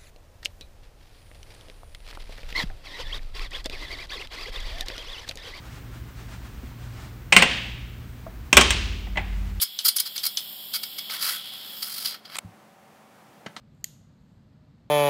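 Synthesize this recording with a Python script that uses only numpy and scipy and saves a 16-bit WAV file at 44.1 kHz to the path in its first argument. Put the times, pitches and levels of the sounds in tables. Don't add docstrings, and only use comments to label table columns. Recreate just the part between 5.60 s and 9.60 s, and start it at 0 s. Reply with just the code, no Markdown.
import sys
import numpy as np
from scipy import signal
from scipy.fft import rfft, irfft
from scipy.io import wavfile
from scipy.ndimage import uniform_filter1d

SR = 44100
rng = np.random.default_rng(int(sys.argv[2]) if len(sys.argv) > 2 else 0)


def output_pcm(signal):
    pcm = np.clip(np.atleast_2d(signal).T, -1, 1) * 32767
    wavfile.write(sys.argv[1], SR, np.round(pcm).astype(np.int16))


N = 176400
T = np.arange(N) / SR

# (time [s], level [dB], treble tilt [dB/octave], low thump [dB], rise [ms], crack t60 at 2 kHz [s])
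LOWER_HITS = [(1.7228, -2, 1.5, -1.5, 4, 0.032), (1.7642, 3.5, 1.4, 1.5, 0.64, 0.016),
              (1.8212, -4, -.5, -5.5, 2.8, 0.048)]
UPPER_HITS = [(2.9280, -7, 1.5, 4.5, 1.04, 0.026), (2.9688, 2, 0.21, -2.5, 0.27, 0.054),
              (3.0105, -11.5, 1.1667, 4.5, .5, 0.063), (3.1050, -13.5, 2.04, -8, 0.72, .04)]
HANDLE_HITS = [(3.466, -43.5, -1.6, 8.5, 5, 0.053), (3.557, -35, -0.37, 9, 2.4, 0.077),
               (3.5715, -17.5, 0.25, -1, 2.1, 0.048), (3.591, -33, 1, -17, 1.5, 0.07)]
# (frequency [Hz], level [dB], t60 [s])
LOWER_TONES = [(178.2, -16.5, 0.37), (531, -23.5, 0.25), (719, -21, 0.22), (1060, -18, .15),
               (1560, -17, 0.06), (2135, -44.5, 0.21), (2430, -7, .05), (2794, -14, 0.077),
               (2760, -10, 0.12), (2980, -15, 0.06), (4260, -27, 0.17), (8150, -17, 0.11),
               (14700, -39, .13)]
UPPER_TONES = [(166.6, -17, 0.23), (239.7, -20.5, 0.42), (385.4, -16.5, 0.29), (599, -16.5, 0.17),
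               (1087, -17, 0.25), (1606, -16.5, 0.24), (2390, -13, 0.047), (2660, -18, 0.059),
               (2716, -13.5, .11), (3150, -19, 0.34), (3464, -13.5, .06), (5470, -10.5, 0.053),
               (8130, -32, 0.27), (14700, -38, .15)]
HANDLE_TONES = [(164, -12.5, 0.31), (354, -18.5, 0.27), (610, -9, 0.086), (794, -10, 0.063),
                (2005, 4, 0.057), (4280, -28, 0.21)]
# (frequency [Hz], spectral level [dB])
LOWER_COLOUR = [(60, -16.5), (180, -10), (350, -10), (600, -8), (1100, -7.5), (1700, -8.5), (2100, 2),
                (2900, -1.5), (3800, -14.5), (6000, -16), (8300, -17.5), (10000, -35.5), (13000, -37),
                (14700, -26), (16000, -49)]
UPPER_COLOUR = [(60, -20.5), (180, -12), (400, -6.5), (700, -4), (1100, -2.5), (1800, -5.5), (2500, 3),
                (3400, -1), (4400, -16), (5800, -8), (8600, -6.5), (10200, -30), (13000, -28.5),
                (14500, -20), (16000, -34)]
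HANDLE_COLOUR = [(100, -0.5), (450, -13), (800, 5), (1200, -9.5), (2100, 3), (3400, -6), (4700, -25),
                 (8000, -27), (11000, -54), (16000, -45)]
# (time [s], level [dB], panel mode [Hz])
BUMPS = [(1.03, -30, 236), (1.113, -47, 940), (2.664, -29, 656)]
# (frequency [Hz], level [dB])
HALL_SEND = [(100, -14), (200, -10), (400, -13.5), (800, -14.5), (1400, -14), (2000, -13.5), (2700, -10),
             (4200, -9), (6000, -14), (8500, -20.5), (14000, -21.5)]
# (frequency [Hz], t60 [s])
HALL_T60 = [(100, 2.4), (500, 0.89), (1400, 0.87), (2700, 0.98), (5000, 0.93), (8000, 0.77), (14000, 0.2)]
# (frequency [Hz], spectral level [dB])
AIR_COLOUR = [(20, -30), (30, -8), (40, -4.5), (54, 5), (72, -0.5), (92, -6), (133, -6.5), (150, -12),
              (245, -13.5), (490, -25.5), (770, -29.5), (1540, -28), (5000, -40.5), (12100, -47),
              (14000, -37), (15500, -39.5)]
RUSTLE_COLOUR = [(200, -20), (700, 7), (1600, 5.5), (3500, 0), (8000, -7.5), (14000, -21)]
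# (time [s], level [dB])
RUSTLE_LEVEL = [(0, -48.5), (.12, -50.5), (.26, -55.5), (.35, -50), (.46, -58), (.6, -49), (.76, -50.5),
                (1.1, -56), (1.35, -56.5), (1.5, -50), (1.7, -70), (3.5, -60.5), (3.8, -53.5), (4, -56.5)]
MAINS_LEVEL = [(0, -46.5), (1.2, -43.5), (2.8, -48.5), (3.6, -50), (4, -50.5)]
DRONE_LEVEL = [(0, -64), (2.9, -57), (3.1, -30), (3.28, -30), (4, -28)]
# (frequency ratio [1], level [dB])
DRONE_PARTIALS = [(1, -2), (1.74, -10), (4, -21)]


def latch(hits, tones, colour, tones_db=-2, panel_db=-11, panel_t60_s=0.17):
    out, t, f = np.zeros(N), T[:SR // 2], freqs(SR)
    for start, db, tilt_db, thump_db, rise_ms, crack_t60 in hits:
        ring = 0
        for hz, tone_db, t60 in tones:
            ring += undb(tone_db + tones_db) * np.sin(2 * np.pi * (hz * t + rng.random())) * fade(t, t60)
        for hz, band in bands(noise(colour, len(t))):
            decay_scale = (2000 / hz) ** 0.33
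            crack = fade(t, crack_t60 * decay_scale)
            panel = undb(panel_db) * fade(t, panel_t60_s * decay_scale)
            ring += band * (crack + panel)
        eq_db = tilt_db * np.log2(np.clip(f, 500, 9000) / 2500) + thump_db / (1 + (f / 450) ** 2)
        clack = irfft(rfft(ring, SR) * undb(eq_db), SR)[:len(t)]
        attack = np.minimum(t / (rise_ms / 1000), 1)
        add(out, start, undb(db) * attack * clack)
    return out


def door_boom(start_s=2.94, hz=63, db=-20.5, t60_s=2.1, rise_s=0.02):
    out = np.zeros(N)
    envelope = fade(T, t60_s) * np.minimum(T / rise_s, 1)
    add(out, start_s, undb(db) * np.sin(2 * np.pi * hz * T) * envelope)
    return out


def bumps(t60_s=0.089, rise_s=0.0032, tone_db=-3):
    out, t = np.zeros(N), T[:SR // 4]
    for start, db, hz in BUMPS:
        colour = [(hz / 4, -16), (hz / 1.4, -11), (hz, 0), (hz * 1.1, -10),
                  (hz * 2, -14), (hz * 4, -32), (hz * 20, -60)]
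        thud = noise(colour, len(t)) / 2 + undb(tone_db) * np.sin(2 * np.pi * hz * t)
        add(out, start, undb(db) * thud * fade(t, t60_s) * np.minimum(t / rise_s, 1))
    return out


def hall(x, build_s=0.02, far_wall_s=0.147, far_wall_db=-2):
    t = T[:SR * 3 // 2]
    slap = undb(far_wall_db) * (t > far_wall_s) * fade(abs(t - far_wall_s), t60=0.087)
    swell = np.minimum(t / build_s, 1) * (1 + slap)
    out = 0
    for (hz, band), (_, wash) in zip(bands(x), bands(rng.standard_normal(N))):
        decay = (swell * fade(t, lookup(HALL_T60, hz))) ** 2
        energy = np.abs(signal.fftconvolve(band ** 2, decay / decay.sum())[:N])
        out += undb(lookup(HALL_SEND, hz)) * np.sqrt(energy) * wash / wash.std()
    return out


def drone(hz=48.1, drift=0.00748, waver_db=3.5):
    phase = 2 * np.pi * np.cumsum(hz * (1 + drift * wander(5))) / SR
    tone = sum(undb(db + waver_db * wander(9)) * np.sin(ratio * phase) for ratio, db in DRONE_PARTIALS)
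    return np.sqrt(2) * fader(DRONE_LEVEL) * tone


def ventilation(db=-39.5):
    return undb(db) * noise(AIR_COLOUR, N)


def mains_hum(hz=117.5, waver_db=3.5):
    return np.sqrt(2) * fader(MAINS_LEVEL) * np.sin(2 * np.pi * hz * T) * undb(waver_db * wander(5.2))


def rustle(flutter_db=4.5):
    return fader(RUSTLE_LEVEL) * noise(RUSTLE_COLOUR, N) * undb(flutter_db * wander(25))


def squeak(start_s=2.46, length_s=0.13, from_hz=9000, to_hz=7500, db=-68):
    out, hz = np.zeros(N), np.linspace(from_hz, to_hz, int(length_s * SR))
    whistle = np.sin(2 * np.pi * np.cumsum(hz) / SR)
    add(out, start_s, undb(db) * whistle * np.sqrt(np.hanning(len(hz))))
    return out


def undb(db):
    return 10 ** (np.asarray(db) / 20)


def lookup(table, hz):
    f, values = np.array(table, float).T
    return np.interp(np.log(hz + 1e-9), np.log(f), values)


def fader(table):
    return undb(np.interp(T, *np.array(table, float).T))


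def freqs(size):
    return np.arange(size // 2 + 1) * SR / size


def noise(colour, size):
    phases = np.exp(2j * np.pi * rng.random(size // 2 + 1))
    y = irfft(phases * undb(lookup(colour, freqs(size))), size)
    return y / y.std()


def fade(t, t60):
    return np.exp(-np.log(1000) * t / t60)


def bands(x):
    centres = 62.5 * 2 ** (np.arange(17) / 2)
    spectrum, f = rfft(x), freqs(len(x))
    return [(c, irfft(spectrum * lookup(list(zip(centres, centres == c)), f), len(x))) for c in centres]


def wander(rate_hz):
    hold = int(SR / rate_hz)
    steps = np.repeat(rng.standard_normal(N // hold + 2), hold)
    return uniform_filter1d(uniform_filter1d(steps, hold), hold)[:N]


def add(out, start, x):
    i = int(start * SR)
    out[i:i + len(x)] += x[:N - i]


def scene():
    door = (latch(LOWER_HITS, LOWER_TONES, LOWER_COLOUR)
            + latch(UPPER_HITS, UPPER_TONES, UPPER_COLOUR)
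            + latch(HANDLE_HITS, HANDLE_TONES, HANDLE_COLOUR)
            + bumps())
    mix = door + hall(door) + door_boom() + ventilation() + rustle() + mains_hum() + drone() + squeak()
    return mix[None]


def record(dry, clip_level=0.98, top_hz=15700):
    lowpass = signal.ellip(8, .2, 70, top_hz, fs=SR, output="sos")
    return signal.sosfilt(lowpass, np.clip(dry, -clip_level, clip_level))


dry = scene()
out = record(dry)
output_pcm(out)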